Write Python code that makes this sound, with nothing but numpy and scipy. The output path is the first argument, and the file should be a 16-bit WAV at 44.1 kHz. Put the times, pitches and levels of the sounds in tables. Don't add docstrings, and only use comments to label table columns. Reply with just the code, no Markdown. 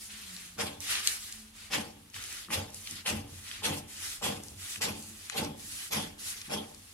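import sys
import numpy as np
from scipy import signal
from scipy.fft import rfft, irfft, next_fast_len
from scipy.io import wavfile
from scipy.ndimage import uniform_filter1d, map_coordinates

SR = 44100
rng = np.random.default_rng(int(sys.argv[2]) if len(sys.argv) > 2 else 0)


def invert_db(level):
    return 10 ** (np.asarray(level, dtype=float) / 20)


def to_wav(sig):
    pcm = np.clip(np.atleast_2d(sig), -1, 1) * 32767
    pcm = np.round(pcm).astype(np.int16)
    wavfile.write(sys.argv[1], SR, pcm.T)


N = 305613

# [bite t/s, closing-in time/s, bite level/dB, follow-through level/dB, blade ring level/dB]
STROKES = [
    (0.592, .024, -33, -40, -5),
    (1.734, 0.041, -31, -41.5, 9.5),
    (2.528, 0.044, -30.5, -42, 4),
    (3.069, 0.031, -29.5, -41, 7),
    (3.645, 0.032, -33, -39, 8),
    (4.244, 0.043, -32.5, -39.5, 5),
    (4.821, 0.025, -29, -40, 5),
    (5.376, 0.063, -35, -43, 0),
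    (5.923, 0.024, -33.5, -36, -6),
    (6.521, 0.038, -34.5, -46.5, -8),
]
# [chatter/dB, drumming/dB, deep boom/dB, bite to blade's landing/s]
JOLTS = [(-36.5, -42, -49.5, 0.037), (-37.5, -37, -53, 0.039), (-39, -46.5, -43.5, 0.052),
         (-39.5, -38.5, -40, 0.062), (-37, -36.5, -45.5, 0.056), (-35.5, -37, -44, 0.037),
         (-39.5, -38.5, -49, 0.055), (-37, -34, -44.5, 0.046), (-38, -37.5, -52, 0.05),
         (-35.5, -38, -54, 0.022)]
# [hardest pull t/s, speeding up/s, slowing down/s,
# rustle/dB, brightness/dB]
DRAGS = [(0.03, 0.22, 0.068, -57, 9), (0.131, 0.06, 0.4, -52, 0), (0.36, 0.18, 0.23, -55.5, 2.5),
         (0.811, .012, 0.13, -50.5, 6), (0.92, 0.096, 0.18, -38.5, -5), (1.074, 0.052, 0.11, -40.5, 2.5),
         (1.2, .1, 0.25, -52, 4.5), (1.591, 0.069, 0.12, -53.5, -2.5), (2.154, 0.03, 0.13, -48.5, -0.5),
         (2.329, 0.18, .15, -47.5, -1), (2.76, .05, 0.31, -58, 7.5), (2.89, 0.067, 0.09, -49.5, -0.5),
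         (2.98, 0.043, 0.033, -46, -13.5), (3.36, 0.11, 0.24, -58.5, 5.5), (3.518, 0.11, 0.12, -47, -6),
         (4.038, 0.14, .18, -47, 1), (4.45, 0.04, 0.15, -64.5, 11.5), (4.72, 0.17, 0.072, -47.5, 3.5),
         (5.03, 0.023, 0.4, -58.5, 6), (5.27, 0.12, .07, -54.5, 0), (5.62, 0.064, 0.27, -57.5, 10),
         (5.82, 0.18, 0.082, -49.5, 5.5), (6.29, 0.11, 0.18, -49, 0), (6.78, 0.23, 0.73, -65, 6.5),
         (1.45, .1, 0.069, -63.5, 2.5), (0.096, .015, 0.045, -51, -13), (4.1, 0.11, 0.072, -58, 12.5),
         (1.63, .05, 0.058, -54, -9), (3.775, 0.055, 0.017, -57.5, 12.5), (3.899, 0.031, 0.062, -55.5, 6.5),
         (4.04, 0.057, 0.04, -49, 4), (5.0, 0.068, 0.024, -59.5, 11), (5.32, 0.014, 0.06, -45, -23),
         (6.199, 0.024, 0.049, -52.5, 5), (6.28, 0.07, 0.06, -51, 10.5), (6.46, 0.03, 0.033, -51.5, -0.5),
         (0.955, 0.022, 0.034, -40, -15), (0.9, 0.027, .05, -37, -0.5)]
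MOVES = np.transpose(DRAGS)


def unit(x):
    return x / np.sqrt(np.mean(x ** 2) + 1e-20)


def along(points, hz):
    f, v = np.transpose(points)
    return np.interp(np.log(hz + 1), np.log(f + 1), v)


def curves(tables, silent):
    pause = 0.03
    rows = [(tables[0][0][0] - pause / 3, *silent)]
    following = [*tables[1:], [(np.inf,)]]
    for points, after in zip(tables, following):
        end, start = points[-1][0], after[0][0]
        rows += [*points]
        if start - end > pause:
            rows += [(end + pause / 3, *silent), (start - pause / 3, *silent)]
    s, *columns = np.transpose(sorted(rows[:-1]))
    return [np.interp(np.arange(N) / SR, s, c) for c in columns]


def wobble(rate):
    knots = rng.standard_normal(int(N * rate / SR) + 4)
    return map_coordinates(knots, [np.arange(N) * rate / SR])


def filtered(x, response):
    m = next_fast_len(N + SR // 2)
    return irfft(rfft(x, m) * response(np.fft.rfftfreq(m, 1 / SR)), m)[..., :N]


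def coloured(x, spectrum):
    return unit(filtered(x, lambda hz: invert_db(along(spectrum, hz))))


def modes(resonances):
    def response(f):
        total = 0
        for k, (centre, width, db) in enumerate(resonances):
            ring = 1j * f * width / (centre * centre - f * f + 1j * f * width)
            total = total + (-1) ** k * invert_db(db) * ring
        return total
    return response


def fibres(rate, scatter_db, smooth):
    size_db = np.minimum(scatter_db * rng.exponential(size=N), 15)
    breaks = (rng.random(N) < rate / SR) * rng.standard_normal(N) * invert_db(size_db)
    rough = unit(breaks) + smooth * rng.standard_normal(N)
    strength = np.sqrt(np.abs(uniform_filter1d(rough ** 2, size=SR // 20)) + 1e-3)
    return rough / strength


def patchy(x, depth_db):
    z = signal.stft(x, nperseg=256)[2]
    field = uniform_filter1d(rng.standard_normal(z.shape), size=5, axis=0)
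    field = uniform_filter1d(field, size=12, axis=1)
    return signal.istft(z * invert_db(depth_db * unit(field)), nperseg=256)[1][:N]


def wide(total, difference):
    # [f/Hz, level/dB]
    spread = [(60, -48), (110, -13.5), (200, -14.5), (380, -1.5), (700, 7), (1290, -10), (2380, -6),
              (4400, 3), (8120, 7), (15000, 0)]
    ahead = filtered(total, lambda hz: 1j * 0.43 * invert_db(along(spread, hz)))
    side = ahead + filtered(difference, lambda hz: 0.7 * invert_db(along(spread, hz)))
    return np.array([total + side, total - side])


def moments(s):
    return np.arange(0, N / SR + 1e-3, 1e-3) - np.reshape(s, (-1, 1))


def together(gains):
    total = np.sqrt(np.sum(gains ** 2, axis=0))
    return np.interp(np.arange(N) / SR, np.arange(len(total)) * 1e-3, total)


def swell(s, db, rise_s, hold_s, db_per_s, sudden=1):
    t, column = moments(s), lambda v: np.reshape(v, (-1, 1))
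    attack = np.clip(1 + t / column(rise_s), 0, 1) ** sudden
    return attack * invert_db(column(db) - db_per_s * np.maximum(t - column(hold_s), 0))


def pulls(db):
    s, up_s, down_s = MOVES[:3, :, None]
    t = moments(s)
    speed = 1 - np.where(t < 0, np.abs(t / up_s) ** 2.08, np.abs(t / down_s) ** 2.06)
    return together(np.clip(speed, 0, 1) * invert_db(db)[:, None])


def background():
    # [f/Hz, level/dB per Hz]
    street = [(15, -34), (25, 12.5), (38, 15.5), (91, 5.5), (157, -17), (217, 2), (361, -8.5), (462, -9.5),
              (565, -75), (746, -13), (1000, -11), (1300, -11), (2200, -120)]
    # [f/Hz, level/dB per Hz]
    hiss = [(350, -16), (600, -5), (1400, -3), (3000, 0.5), (6000, -4.5), (11000, -2), (14000, -14),
            (15800, -20)]
    # [t/s, f/Hz, level/dB]
    drone_path = [
        [(0.0, 224, -66), (0.038, 203, -69.5), (0.116, 205, -61), (0.18, 222, -66), (0.306, 184.2, -57.5),
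         (0.352, 188.3, -53), (0.382, 183, -63), (0.56, 173.5, -63)],
        [(1.3, 214.6, -75), (1.356, 215.4, -61), (1.444, 218, -55), (1.582, 218, -68), (1.67, 218, -63),
         (1.7, 199, -69)],
    ]
    rumble = wide(*coloured(rng.standard_normal((2, N)), street))
    rumble = invert_db(-62 + 1.6 * wobble(5.3)) * rumble
    hz, drone_db = curves(drone_path, silent=(205, -95))
    turn = 2 * np.pi * np.cumsum(hz + 3 * wobble(32.0)) / SR
    drone = np.sqrt(2) * invert_db(drone_db) * (np.sin(turn) + invert_db(-22.0) * np.sin(2 * turn))
    return rumble + drone + invert_db(-59) * coloured(rng.standard_normal((2, N)), hiss)


def walls(x):
    # [f/Hz, time/s]
    fading = [(200, 0.15), (1000, 0.12), (4000, 0.096), (12000, 0.092)]
    late = np.pad(x, (260, 0))[:N]
    hz, t, z = signal.stft(late, SR, nperseg=512, noverlap=384)
    keep = invert_db(-120 * (t[1] - t[0]) / along(fading, hz))
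    energy = np.array([signal.lfilter([1 - k], [1, -k], row) for k, row in zip(keep, np.abs(z) ** 2)])
    diffuse = signal.stft(rng.standard_normal((2, N)), SR, nperseg=512, noverlap=384)[2]
    answer = np.sqrt(energy) * diffuse / np.abs(diffuse).std()
    return signal.istft(answer, SR, nperseg=512, noverlap=384)[1][:, :N]


def at_ports(x):
    # [t/s, lead/s]
    earlier = [(0, 0), (1, -.0001), (2, .00005), (6.93, .0002)]
    lead = np.interp(np.arange(N) / SR, *np.transpose(earlier)) * SR / 2
    direct = np.array([map_coordinates(v, [np.arange(N) + way * lead]) for v, way in zip(x, (1, -1))])
    bounce = np.array([np.roll(direct[0], 74), np.roll(direct[1], 84)])
    return direct + 0.36 * bounce


def shaking():
    # [t/s, drumming/dB, deep boom/dB]
    nudges = [(0.79, -82, -63), (2.18, -75, -53), (2.492, -43, -70), (2.915, -51, -74), (3.33, -69, -55),
              (3.599, -59, -63), (4.529, -69, -47.5), (4.78, -59, -51.5), (5.1, -57.5, -74),
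              (5.55, -72, -82), (5.8, -83, -75)]
    # [chatter/dB, drumming/dB, boom/dB]
    rest_db = (-81, -69.5, -66.5)
    # [chatter/dB, drumming/dB, boom/dB]
    drag_db = (-22, -32, -31)
    s, close_s = np.transpose(STROKES)[:2]
    early_s = 0.2 * close_s
    chatter_db, drum_db, boom_db, land_s = np.transpose(JOLTS)
    at, nudge_db, deep_db = np.transpose(nudges)

    def nudge(db):
        return together(swell(at, db, rise_s=0.03, hold_s=0, db_per_s=191))

    chatter = together(swell(s - early_s, chatter_db, close_s - early_s, land_s + early_s, db_per_s=126))
    drum = together(swell(s + land_s, drum_db, rise_s=0.082, hold_s=0, db_per_s=110)) + nudge(nudge_db)
    boom = together(swell(s + land_s, boom_db, rise_s=0.069, hold_s=0, db_per_s=91)) + nudge(deep_db)
    dragged = pulls(MOVES[3])
    levels = zip((chatter, drum, boom), rest_db, drag_db)
    return [v + invert_db(rest) + invert_db(drag) * dragged for v, rest, drag in levels]


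def table_top():
    # [f/Hz, width/Hz, level/dB]
    board_modes = [(403.4, 9.7, 6.5), (467.5, 21, 8), (541, 22, 5), (606.6, 20, 6), (742.4, 33, 4.5),
                   (811, 65, 5), (891.3, 20, 6.5), (1024, 46, -0.5), (1265, 360, -8)]
    drum_modes = [(145, 24, -4), (218, 16, 3), (288.3, 7.1, -0.5), (330.6, 28.3, -7.5)]
    boom_modes = [(60, 41, -14), (92.2, 12.7, 11.5)]
    # [chatter/dB, drumming/dB, boom/dB]
    knock_db = (18, 27.5, 30.5)
    chatter, drum, boom = shaking()
    landings = np.round((np.transpose(STROKES)[0] + np.transpose(JOLTS)[3]) * SR).astype(int)
    layers = [(invert_db(-5.0) * chatter, modes(board_modes), 300),
              (invert_db(-2) * drum, modes(drum_modes), 120),
              (boom, modes(boom_modes), 60)]
    sound = 0
    for (level, body, rate), blow_db in zip(layers, knock_db):
        jolts = np.array([fibres(rate, scatter_db=0, smooth=0.82), fibres(rate, scatter_db=1.0, smooth=0.29)])
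        loudness = np.sqrt(np.mean(filtered(jolts[0], body) ** 2))
        jolts[0, landings] += invert_db(blow_db)
        sound = sound + wide(*filtered(level * jolts, body)) / loudness
    return sound


def creases(events, click_s, rattle):
    t = np.arange(SR // 40) / SR
    shape = invert_db(-60 * t / click_s) + rattle * invert_db(-60 * t / 0.02)
    sound = np.zeros((2, N + SR))
    for s, db, hz, pan_db in events:
        spread = 1.63 + 0.56 * invert_db(db + 9.5)
        edges = [hz / spread, min(hz * spread, 11000)]
        band = signal.butter(2, edges, "bandpass", fs=SR, output="sos")
        crack = rng.standard_normal(len(t))
        crack[0] = 3
        snap = signal.sosfilt(band, signal.sosfilt(band, shape * crack))
        spot = invert_db(np.array([[0.5], [-0.5]]) * pan_db)
        start = round(s * SR)
        sound[:, start:start + len(t)] += spot * invert_db(db + 5.5) * snap / np.abs(snap).max()
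    return sound[:, :N]


def crackling():
    # [t/s, peak level/dB, centre f/Hz, left minus right/dB]
    snaps = [(0.1386, -46, 5630, 0.0), (0.3654, -35, 4830, 7), (0.8044, -32, 6700, -11),
             (1.0735, -9.5, 5200, 3.5), (1.325, -31, 5690, 0.0), (2.1006, -47, 7660, 8),
             (2.143, -34, 3450, 0), (2.2244, -35, 5590, -0.5), (2.2394, -30, 6500, -3),
             (2.2784, -43, 5630, -5.5), (2.3266, -35, 7660, -10), (2.369, -33, 6750, -5),
             (2.4477, -41, 3720, -0.5), (2.7038, -41, 8230, -5), (2.745, -30.5, 8000, 2),
             (2.9103, -29, 8200, 3), (2.9557, -38, 5890, 0.0), (3.0535, -50, 3600, -3),
             (3.9704, -44, 5320, 1.0), (4.436, -34, 8600, 1.5), (4.484, -39, 5370, 9),
             (5.0253, -37, 7322, -3), (5.2984, -28, 6000, 10), (5.448, -33, 5200, -9),
             (5.5964, -45, 4100, 11), (6.416, -33.5, 3755, 1), (6.7466, -40, 6260, 8)]
    flaps = [(1.7355, -24, 2500, 4), (0.954, -24, 2620, -1), (2.1635, -41, 1460, -1),
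             (2.4851, -46, 1380, 1.5), (2.5042, -35.5, 1510, 2), (2.8726, -34, 3350, -1),
             (3.0612, -27, 2720, -0.5), (3.5137, -29.5, 2480, -4), (4.225, -37.5, 1160, 2),
             (4.759, -32, 2030, -1.0), (5.2982, -31, 2090, 6)]
    return creases(snaps, click_s=0.0032, rattle=0.42) + creases(flaps, click_s=0.0046, rattle=0.9)


def sliding():
    # [f/Hz, level/dB per Hz]
    rustle = [(240, -26), (400, -7), (536, -78), (654, -13), (1050, -12.5), (1210, -4), (1640, -2.5),
              (1980, 1), (2130, -1), (2770, 1), (10400, 3), (15700, -16.5)]
    rustle_db, bright_db = MOVES[3:]
    rub = coloured(patchy(fibres(900, scatter_db=-1.0, smooth=1.9), depth_db=0.9), rustle)
    low = filtered(rub, lambda hz: 1 / (1 + (hz / 4500) ** 4))
    high = unit(rub - low)
    uneven = invert_db(1.2 * np.array([wobble(70), wobble(70)]))
    return uneven[0] * pulls(rustle_db) * unit(low) + uneven[1] * pulls(rustle_db + bright_db) * high


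def shearing():
    # [f/Hz, level/dB per Hz]
    shear = [(530, -77), (900, -4.5), (1320, -8.5), (1420, -4), (3010, -3), (3480, 2.5), (3780, -5.5),
             (4870, -4.5), (6330, -7), (11500, -9), (15700, -34.5)]
    # [f/Hz, width/Hz, level/dB]
    blades = [(2780, 320, 8), (3520, 140, 4), (3800, 32, -22), (1810, 201, 14.5)]
    # [t/s, level/dB]
    tip_path = [
        (6.505, -58),
        (6.517, -45),
        (6.58, -46),
        (6.6, -54),
        (6.66, -64),
    ]
    s, close_s, bite_db, follow_db, ring_db = np.transpose(STROKES)
    bite = swell(s, bite_db, close_s, hold_s=0.0013, db_per_s=526, sudden=1.94)
    follow = swell(s, follow_db, close_s, hold_s=0.06, db_per_s=157, sudden=1.94)
    cut = fibres(1800, scatter_db=3.5, smooth=0.55) * invert_db(1.3 * wobble(160))
    tearing = together(bite + follow) * coloured(patchy(cut, depth_db=2.5), shear)
    ring = together((bite + 0.71 * follow) * invert_db(ring_db - 11.5)[:, None])
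    steel = unit(filtered(cut, modes(blades)))
    (tip_db,) = curves([tip_path], silent=(-90,))
    slips = cut * (1 + 0.9 * np.cos(2 * np.pi * 44 * (np.arange(N) / SR - 6.527)))
    tips = unit(filtered(slips, modes([(3270, 80, 0)])))
    return invert_db(0.18) * (tearing + ring * steel) + invert_db(tip_db) * tips


def scene():
    paper = shearing() + sliding()
    snaps = crackling()
    room = invert_db(-6) * walls(paper + 0.24 * snaps.mean(axis=0))
    return at_ports(invert_db(-6.5) * paper + snaps) + room + table_top() + background()


def low_pass(x):
    return signal.sosfilt(signal.butter(12, 15870, fs=SR, output="sos"), x)


def record(dry):
    # [f/Hz, level/dB]
    ports = [(60, 1.5), (110, -1), (200, 1.5), (380, -2), (700, 2), (1290, -0.5), (2380, 1.5), (4400, 1),
             (8120, 1.5), (15000, -13)]

    def response(hz):
        band = (hz < 15850) * hz ** 4 / (hz ** 4 + 33 ** 4)
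        return band * invert_db(np.outer([0.5, -0.5], along(ports, hz)))

    return low_pass(filtered(dry, response))


dry = scene()
out = record(dry)
to_wav(out)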